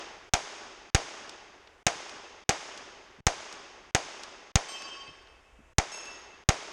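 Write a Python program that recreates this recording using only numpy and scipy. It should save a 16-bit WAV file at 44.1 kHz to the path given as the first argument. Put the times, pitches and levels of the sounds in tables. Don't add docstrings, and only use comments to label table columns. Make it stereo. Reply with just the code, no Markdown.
import sys
import numpy as np
from scipy import signal
from scipy.fft import rfft, irfft, next_fast_len
from scipy.io import wavfile
from scipy.ndimage import uniform_filter1d, map_coordinates

SR = 44100
rng = np.random.default_rng(int(sys.argv[2]) if len(sys.argv) > 2 else 0)


def wav_record(signal):
    frames = np.transpose(np.atleast_2d(signal))
    bounded = np.clip(frames, -1, 1)
    quanta = np.round(bounded * 32767).astype(np.int16)
    wavfile.write(sys.argv[1], SR, quanta)


N = 296352


def amp(db):
    return 10 ** (np.asarray(db) / 20)


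def unit(x):
    return x / np.sqrt(np.mean(x ** 2) + 1e-20)


def add(track, start_s, sound):
    start = round(start_s * SR)
    part = sound[max(-start, 0):N - start]
    track[max(start, 0):][:len(part)] += part


def highpass(x, hz, order=2):
    return signal.sosfilt(signal.butter(order, hz, "high", fs=SR, output="sos"), x)


def coloured(x, spectrum, resonances=()):
    size = 2 * next_fast_len(len(x) // 2 + SR // 8)
    hz = np.fft.rfftfreq(size, 1 / SR)
    point_hz, point_db = np.transpose(spectrum)
    db = np.interp(np.log(hz + 1), np.log(point_hz), point_db)
    db += sum(lift / (1 + (2 * (hz - centre) / width) ** 2) for centre, width, lift in resonances)
    cepstrum = irfft(np.log(unit(amp(db))))
    cepstrum[1:size // 2] *= 2
    cepstrum[size // 2 + 1:] = 0
    return irfft(rfft(x, size) * np.exp(rfft(cepstrum)), size)[:len(x)]


def burst(envelope, passes=8):
    x = envelope * rng.standard_normal(len(envelope))
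    for _ in range(passes):
        x = irfft(np.exp(1j * np.angle(rfft(x))), len(x))
        local_rms = np.sqrt(np.abs(uniform_filter1d(x * x, size=48)) + 1e-20)
        x *= envelope / local_rms
    return x


def shock(t, start_s, hold_s, fall_s):
    return (t >= start_s) * np.exp(-np.maximum(t - start_s - hold_s, 0) / fall_s)


def muzzle_blast(t):
    # frequency in Hz, relative level in dB.
    spectrum = [(100, -11.5), (400, 1), (800, -5), (1400, -4.5), (2200, -2), (3000, -6.5), (3800, -3.5),
                (4700, -13), (5700, -0.5), (6700, 2.5), (7500, -10.5), (9000, -15.5), (12000, -25.5),
                (16000, -47.5)]
    shocks = burst(shock(t, start_s=0, hold_s=.0018, fall_s=.00083))
    return highpass(coloured(shocks, spectrum), hz=150)


def pressure_wave(t, push_s, suction_at_s=.0038):
    def lobe(age_s):
        phase = np.maximum(age_s / push_s, 0)
        return phase * np.exp(1 - phase)
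    return .65 * (lobe(t) - lobe(t - suction_at_s))


def early_reflections(t, scatter_t60_s=.092):
    # frequency in Hz, relative level in dB.
    slap_spectrum = [(100, -6), (370, -22.5), (750, 0.5), (1100, 1), (2200, -2), (3300, -7), (4300, -3.5),
                     (5500, -6.5), (6600, -11), (7600, -8), (10000, -22.5), (16000, -53.5)]
    scatter_spectrum = [(60, -29.5), (200, -15), (330, 4.5), (750, 13.5), (1200, 5), (2500, 5.5),
                        (4200, -18.5), (5500, -23), (6600, -21), (7600, -21), (10000, -31), (12000, -37),
                        (16000, -53)]
    # frequency in Hz, width in Hz, lift in dB.
    resonances = [(400, 150, 6), (570, 120, -3), (750, 180, 6), (1020, 130, -3), (2005, 120, 3),
                  (2520, 130, 3), (6650, 350, 3)]
    early = t[:SR // 4]
    roof = shock(early, start_s=.0043, hold_s=.001019, fall_s=.00063)
    slap = amp(17) * coloured(burst(roof), slap_spectrum, resonances)
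    beams = amp(7 - 60 * early / scatter_t60_s) * (early > .002)
    barrels = amp(8) * shock(early, start_s=.0143, hold_s=.0027, fall_s=.0017)
    scatter = coloured(burst(np.hypot(beams, barrels)), scatter_spectrum, resonances)
    return highpass(np.pad(slap + scatter, (0, len(t) - len(early))), hz=150)


def tail_db(t, onset_s=.014, spreading_power=1.1464, loss_db_per_s=21.5):
    travel_s = np.maximum(t, onset_s)
    return -20 * spreading_power * np.log10(travel_s / onset_s) - loss_db_per_s * (travel_s - onset_s)


def reverberation(t, build_s=.0053, patch_db=3, smooth_above_hz=2000):
    # frequency in Hz, relative level in dB.
    spectrum = [(50, -10), (150, -13), (250, -6.5), (380, -1), (600, -0.5), (850, 1.5), (1500, -0.5),
                (3200, -2.5), (4200, -3.5), (5200, -3.5), (6600, -7.5), (7300, -12.5), (9500, -22.5),
                (14000, -58.5)]
    # frequency in Hz, width in Hz, lift in dB.
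    resonances = [(363, 200, 4), (816, 57, 1.5), (4135, 700, -6), (6480, 250, 6)]
    noise = coloured(rng.standard_normal(len(t)), spectrum, resonances)
    hz, frame_s, frames = signal.stft(noise, SR, nperseg=256)
    absorption_db = 17 * (hz[:, None] / 6000) ** 1.5 * (frame_s - .15)
    patches = uniform_filter1d(rng.standard_normal(frames.shape), size=5, axis=0)
    patches = unit(uniform_filter1d(patches, size=5, axis=1))
    depth_db = patch_db / (1 + (hz[:, None] / smooth_above_hz) ** 2)
    ripple_db = depth_db * patches - depth_db ** 2 * np.log(10) / 20
    tail = signal.istft(frames * amp(ripple_db - absorption_db), SR, nperseg=256)[1][:len(t)]
    return tail * amp(tail_db(t)) * np.minimum(t / build_s, 1) ** 2


def echoes(t, centre_hz=710):
    # delay in seconds, level in dB relative to the diffuse tail.
    arrivals = [(.027, 0.5), (.042, -2), (.052, 0), (.064, 0.5), (.135, -0.5), (.198, -3.5), (.245, -2.5)]
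    # multiple of the centre frequency, relative level in dB.
    shape = [(.2, -24), (.65, -4), (1, 0), (1.5, -5), (3, -18), (6, -40), (14, -75)]
    early = t[:SR // 2]
    returns = sum(amp(tail_db(delay_s) + db) * burst(shock(early, delay_s, hold_s=.004, fall_s=.006))
                  for delay_s, db in arrivals)
    spectrum = np.multiply(shape, [centre_hz, 1])
    return np.pad(coloured(returns, spectrum), (0, len(t) - len(early)))


def pistol(variation_rad=.57):
    # start in seconds, blast level in dB,
    # pressure wave level in dB, rise time of its push in seconds.
    shots = [(-.37, 17.5, 10, .0017), (0.3362, 17, 13, 0.0022), (0.9473, 16.5, 23, 0.002),
             (1.8663, 17, 19, 0.00032), (2.492, 17, 18, 0.00042), (3.2671, 18, 20, 0.0021),
             (3.9482, 17.5, 19, 0.00066), (4.5558, 21, 26, .0017), (5.7832, 20.5, 24, 0.0017),
             (6.4889, 18, 23, 0.0014)]
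    out, t = np.zeros(N), np.arange(3 * SR // 2) / SR
    early = t[:SR // 16]
    shared = np.cos(variation_rad) * (early_reflections(t) + reverberation(t)) + echoes(t)
    for start_s, blast_db, wave_db, push_s in shots:
        direct = amp(blast_db) * muzzle_blast(early) + amp(wave_db) * pressure_wave(early, push_s)
        add(out, start_s, direct)
        varying = np.sin(variation_rad) * (early_reflections(t) + reverberation(t))
        add(out, start_s, shared + varying)
    return out


def outdoors(swell_db=15.5, swell_at_s=5.65, swell_width_s=.82):
    # frequency in Hz, relative spectral density in dB.
    hiss_spectrum = [(15, -54.5), (25, 1), (70, -5.5), (173, -19.5), (498, -11), (2190, -17.5),
                     (2640, -19.5), (4370, -33.5), (6670, -27), (11900, -43.5), (14000, -53.5)]
    rumble_spectrum = [(20, -3.5), (40, 3), (65, 6.5), (100, -23), (200, -20.5), (600, -79.5)]
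    swell = np.exp(-((np.arange(N) / SR - swell_at_s) / swell_width_s) ** 2)
    rumble = amp(-76.5 + swell_db * swell) * coloured(rng.standard_normal(N), rumble_spectrum)
    hiss = amp(-62) * coloured(rng.standard_normal(N), hiss_spectrum)
    return rumble + hiss


def clicks(events, hz, t60_s=.03):
    out, t = np.zeros(N), np.arange(SR // 10) / SR
    spectrum = [(hz / 8, -16), (hz * .55, -3), (hz, 0), (hz * 1.5, -10), (hz * 2.3, -32), (hz * 3, -62)]
    for start_s, db in events:
        add(out, start_s, amp(db) * coloured(burst(amp(-60 * t / t60_s)), spectrum))
    return out


def trigger_resets():
    # start in seconds, level in dB.
    resets = [(1.294, -30.5), (2.0944, -29), (2.7756, -30), (3.5259, -28), (4.2343, -27), (4.8204, -28),
              (6.0544, -35)]
    return clicks(resets, hz=5470)


def distant_ticks():
    # start in seconds, level in dB.
    ticks = [(1.673, -48), (5.078, -47), (5.272, -52)]
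    return clicks(ticks, hz=3980)


def thuds(swell_s=.0091):
    # start in seconds, peak level in dB, centre frequency in Hz.
    bumps = [(3.185, -39, 130), (5.08, -44, 165), (5.585, -50, 225)]
    out, t = np.zeros(N), np.arange(SR // 5) / SR
    for start_s, db, hz in bumps:
        spectrum = [(hz / 3, -22), (hz * .8, -6), (hz, 0), (hz * 1.3, -10), (hz * 4, -34), (hz * 30, -80)]
        body = coloured(rng.standard_normal(len(t)), spectrum) * t / swell_s * np.exp(-t / swell_s)
        add(out, start_s, amp(db) * body / np.abs(body).max())
    return out


def steel_plates(splash_db=-3, splash_t60_s=.032, held_below_hz=2800):
    # start in seconds, level in dB, seconds until landing, loss on landing in dB.
    hits = [(4.684, -25, 0.41, 10), (5.917, -28.5, 0.33, 6.5)]
    # frequency in Hz, level in dB, 60 dB decay time in seconds.
    plates = [
        [(1100, -7.5, 1.75), (1650, -25, 2.1), (2610, -9, 1.93), (2870, -11, 1.5), (3130, 0, 1.23),
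         (4072, -13, 0.63), (4670, -5.5, 1.07), (5300, -7, 1.07), (6150, -2.5, 0.65), (7540, -12, 0.64),
         (7850, -22, 0.86), (8290, -2, 0.21), (8480, -27, 1.4), (9400, -23, 0.58), (11400, -26, 0.47)],
        [(1290, -15, 1.3), (1920, -18, 2.3), (2660, -2, 1.3), (5330, 4, 0.59), (6510, 1.5, 0.78),
         (6580, 2.5, 0.52), (6620, -3.5, 0.67), (8000, -6.5, 0.47), (9255, -21, 0.46), (10870, -11.5, 0.55)],
    ]
    splash_spectrum = [(500, -20), (3000, 0), (7000, -3), (15000, -55)]
    out, t = np.zeros(N), np.arange(3 * SR // 2) / SR
    direct = (.6 + .5 * np.exp(-t / .04)) * np.minimum(t / .003, 1)
    echoed = .48 * np.minimum(t / .03, 1)
    for (start_s, db, lands_s, landing_db), modes in zip(hits, plates):
        landed = np.clip((t - lands_s) / .022, 0, 1)
        ring = np.zeros(len(t))
        for hz, mode_db, t60_s in modes:
            flutter_hz = 42 * max(1, hz / 3500)
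            real, imag = [map_coordinates(knots, [t * flutter_hz], mode="wrap")
                          for knots in rng.standard_normal((2, 256))]
            tone = np.imag((direct + echoed * (real + 1j * imag)) * np.exp(2j * np.pi * hz * t))
            damping_db = landing_db * landed * min(1, held_below_hz / hz)
            ring += amp(mode_db - 60 * t / t60_s - damping_db) * tone
        splash = coloured(rng.standard_normal(len(t)), splash_spectrum)
        splash *= amp(splash_db - 60 * t / splash_t60_s)
        add(out, start_s, amp(db) * (ring + splash))
    return out


def scene():
    mix = pistol() + steel_plates() + trigger_resets() + distant_ticks() + thuds() + outdoors()
    return np.tile(mix, (2, 1))


def limiter_gain(x, threshold_db=-17.5, release_s=.23, block_s=.032, offset_s=.0255):
    power = uniform_filter1d(highpass(x, hz=300) ** 2, size=352, origin=175)
    level_db = 10 * np.log10(np.abs(power) + 1e-12)
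    block = block_s * SR
    edges = np.round(np.arange(block - offset_s * SR, N, block)).astype(int)
    excess_db = np.split(np.maximum(level_db - threshold_db, 1e-6), edges)
    ahead_db = [np.maximum(np.maximum.accumulate(now[::-1])[::-1], following.max())
                for now, following in zip(excess_db, excess_db[1:] + excess_db[-1:])]
    age = np.arange(N) / SR / release_s
    cut_db = np.exp(np.maximum.accumulate(np.log(np.concatenate(ahead_db)) + age) - age)
    return uniform_filter1d(amp(-cut_db), size=128)


def record(dry, saturation=.8, top_hz=15900):
    limited = dry * limiter_gain(dry[0])
    rounded = limited / (1 + np.abs(limited / saturation) ** 6) ** (1 / 6)
    centred = highpass(rounded, hz=12, order=1)
    size = next_fast_len(N + SR // 4)
    passband = np.fft.rfftfreq(size, 1 / SR) < top_hz
    return irfft(rfft(centred, size) * passband, size)[:, :N]


dry = scene()
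out = record(dry)
wav_record(out)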